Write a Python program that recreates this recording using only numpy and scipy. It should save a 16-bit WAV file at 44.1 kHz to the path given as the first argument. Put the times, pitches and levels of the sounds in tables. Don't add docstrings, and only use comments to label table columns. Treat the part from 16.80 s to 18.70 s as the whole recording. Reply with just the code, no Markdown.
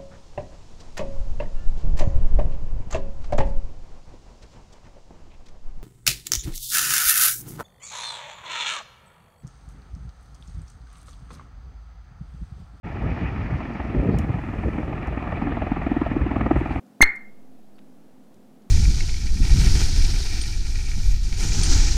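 import sys
import numpy as np
from scipy import signal
from scipy.fft import irfft
from scipy.io import wavfile

SR = 44100
rng = np.random.default_rng(int(sys.argv[2]) if len(sys.argv) > 2 else 0)


def inscribe(sig):
    pcm = np.round(np.clip(np.atleast_2d(sig).T, -1, 1) * 32767)
    wavfile.write(sys.argv[1], SR, pcm.astype(np.int16))


N = 83790

IGNITION_S, PUFF_RISE_S = .205, .003
FIZZ_DB, FIZZ_HZ, FIZZ_DECAY_S = -36, 5000, .002
OCTAVE_DB, JITTER_RMS = -25, .006
BURST_S, BURST_RISE_S, BURST_DECAY_S, BURST_DB = .2243, .002, .004, -5.5
THUMP_S, THUMP_RISE_S, THUMP_DECAY_S, THUMP_DB = .2235, .003, .014, -5
SETTLE_DECAY_S, SETTLE_DB = .06, -19
ROOM_DB, ROOM_GAP_S, ROOM_T60_S, TREBLE_T60_S = -22, .009, .385, .26
TICK_RISE_S, VENT_DB = .0017, -55
CLIP_LEVEL, COUPLING_HZ, TOP_HZ = .54, .22, 15900

# time in seconds, pitch in Hz.
SQUEAK_PITCH = [(.209, 1550), (.212, 1800), (.2145, 2030), (.217, 2128), (.2238, 2118), (.2262, 1601),
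                (.2285, 2117), (.25, 2115)]
# time in seconds, peak level in dB.
SQUEAK_LEVEL = [(.207, -38.5), (.2105, -24), (.214, -11), (.2175, 7), (.2238, 8), (.2262, -2), (.231, -4),
                (.242, -7), (.247, -22), (.256, -50.5)]
# frequency in Hz, level in dB, T60 in seconds.
PUFF_MODES = [(255, -11, .02), (740, -18, .014), (1080, -18, .012), (1400, -24, .012)]
# frequency in Hz, relative level in dB.
BURST_SPECTRUM = [(100, -18), (340, -1), (460, -24), (560, -26), (690, 0), (900, -3), (1300, 1),
                  (1700, -0.5), (2100, -5), (2550, -25), (3200, -23), (5000, -26), (9000, -32),
                  (15000, -46)]
# frequency in Hz, relative level in dB.
ROOM_SPECTRUM = [(100, -5), (280, 1), (550, -5.5), (850, -10), (1300, 2), (1800, 0.5), (2130, 0),
                 (2600, -1), (3200, -1), (4300, -13), (6500, 1), (10000, -2), (15000, -15)]
# delay in seconds, gain in dB.
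REFLECTIONS = [(.0405, -31), (.056, -33.5)]
# start in seconds, level in dB, centre in Hz,
# half-width in octaves, decay in seconds.
FAINT_TICKS = [(.064, -65.5, 5000, .8, 0.0045), (.353, -60, 9000, .35, .003),
               (.359, -52, 6800, 0.79, 0.0029), (.955, -64, 4600, .07, .006), (.983, -55, 1800, .9, 0.0027),
               (0.9887, -52, 1980, 1, 0.0029), (1.542, -58.5, 6000, 0.84, .003),
               (1.545, -55.5, 80.6, .4, 0.03), (1.819, -63, 4500, .6, 0.0027)]
# frequency in Hz, relative level in dB.
VENT_SPECTRUM = [(30, -34.5), (80, -26), (140, -10), (210, -3.5), (270, -5.5), (330, -9), (430, -13),
                 (520, -12), (600, -16), (720, -14), (950, -23.5), (1400, -27.5), (2200, -33), (5000, -37),
                 (15500, -41.5)]
# centre in Hz, width in Hz, rms level in dB.
HUM_LINES = [(208, 20, -60.5), (257, 8, -60)]


def undb(db):
    return 10 ** (np.asarray(db) / 20)


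def curve(t, rows):
    return np.interp(t, *np.array(rows).T)


def noise(gain_at):
    hz = np.maximum(np.arange(N // 2 + 1) * SR / N, 1)
    x = irfft(np.exp(2j * np.pi * rng.random(len(hz))) * gain_at(hz), N)
    return x / np.std(x)


def colour(points):
    f, db = np.array(points).T
    return lambda hz: undb(np.interp(np.log(hz), np.log(f), db))


def strike(t, start_s, rise_s, decay_s):
    age_s = t - start_s
    attack = np.sin(np.pi / 2 * np.clip(age_s / rise_s, 0, 1)) ** 2
    return attack * np.exp(-np.maximum(age_s - rise_s, 0) / decay_s)


def squeak(t):
    jitter = JITTER_RMS * noise(lambda f: 1 / (1 + (f / 300) ** 2))
    hz = curve(t, SQUEAK_PITCH) * (1 + jitter)
    phase = 2 * np.pi * np.cumsum(hz * (t > IGNITION_S)) / SR
    sounding = (t > SQUEAK_LEVEL[0][0]) & (t < SQUEAK_LEVEL[-1][0])
    amplitude = undb(curve(t, SQUEAK_LEVEL)) * sounding
    return amplitude * np.sin(phase) - undb(OCTAVE_DB) * amplitude ** 2 * np.cos(2 * phase)


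def flame_burst(t):
    envelope = strike(t, BURST_S, BURST_RISE_S, BURST_DECAY_S)
    return undb(BURST_DB) * noise(colour(BURST_SPECTRUM)) * envelope


def blast_thump(t):
    fast = undb(THUMP_DB) * strike(t, THUMP_S, THUMP_RISE_S, THUMP_DECAY_S)
    slow = undb(SETTLE_DB) * strike(t, THUMP_S, THUMP_RISE_S, SETTLE_DECAY_S)
    return -fast - slow


def ignition_puff(t):
    age_s = np.maximum(t - IGNITION_S, 0)
    modes = np.zeros(N)
    for hz, db, t60_s in PUFF_MODES:
        envelope = strike(t, IGNITION_S, PUFF_RISE_S, t60_s / np.log(1000))
        modes += undb(db) * np.sin(2 * np.pi * hz * age_s) * envelope
    fizz = noise(lambda f: 1 / (1 + (f / FIZZ_HZ) ** 4))
    fizz *= strike(t, IGNITION_S, PUFF_RISE_S, FIZZ_DECAY_S)
    return undb(FIZZ_DB) * fizz - modes


def room(t, source):
    wash = noise(colour(ROOM_SPECTRUM))
    low = signal.sosfiltfilt(signal.butter(2, 3500, fs=SR, output="sos"), wash)
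    tail = sum(band * strike(t, ROOM_GAP_S, .004, t60_s / np.log(1000))
               for band, t60_s in [(low, ROOM_T60_S), (wash - low, TREBLE_T60_S)])
    tail *= undb(ROOM_DB) / np.sqrt(np.sum(tail ** 2))
    echoes = sum(undb(db) * np.interp(t - delay_s, t, source) for delay_s, db in REFLECTIONS)
    return signal.fftconvolve(source, tail)[:N] + echoes


def faint_ticks(t):
    ticks = np.zeros(N)
    for start_s, db, hz, half_width_oct, decay_s in FAINT_TICKS:
        band = noise(lambda f: 1 / (1 + (np.log2(f / hz) / half_width_oct) ** 4))
        ticks += undb(db) * strike(t, start_s, TICK_RISE_S, decay_s) * band
    return ticks


def ventilation():
    hum = sum(undb(db) * noise(lambda f: 1 / (1 + (2 * (f - hz) / width_hz) ** 2))
              for hz, width_hz, db in HUM_LINES)
    return undb(VENT_DB) * noise(colour(VENT_SPECTRUM)) + hum


def scene():
    t = np.arange(N) / SR
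    pop = ignition_puff(t) + squeak(t) + flame_burst(t)
    return (pop + blast_thump(t) + room(t, pop) + faint_ticks(t) + ventilation())[None]


def record(dry):
    oversampled = signal.resample_poly(dry, 4, 1, axis=1)
    clipped = signal.resample_poly(np.clip(oversampled, -CLIP_LEVEL, CLIP_LEVEL), 1, 4, axis=1)
    coupled = signal.lfilter(*signal.butter(1, COUPLING_HZ, "high", fs=SR), clipped)
    lowpass = signal.firwin(161, TOP_HZ, fs=SR, window=("kaiser", 8))
    return signal.fftconvolve(coupled, lowpass[None], mode="same")


dry = scene()
out = record(dry)
inscribe(out)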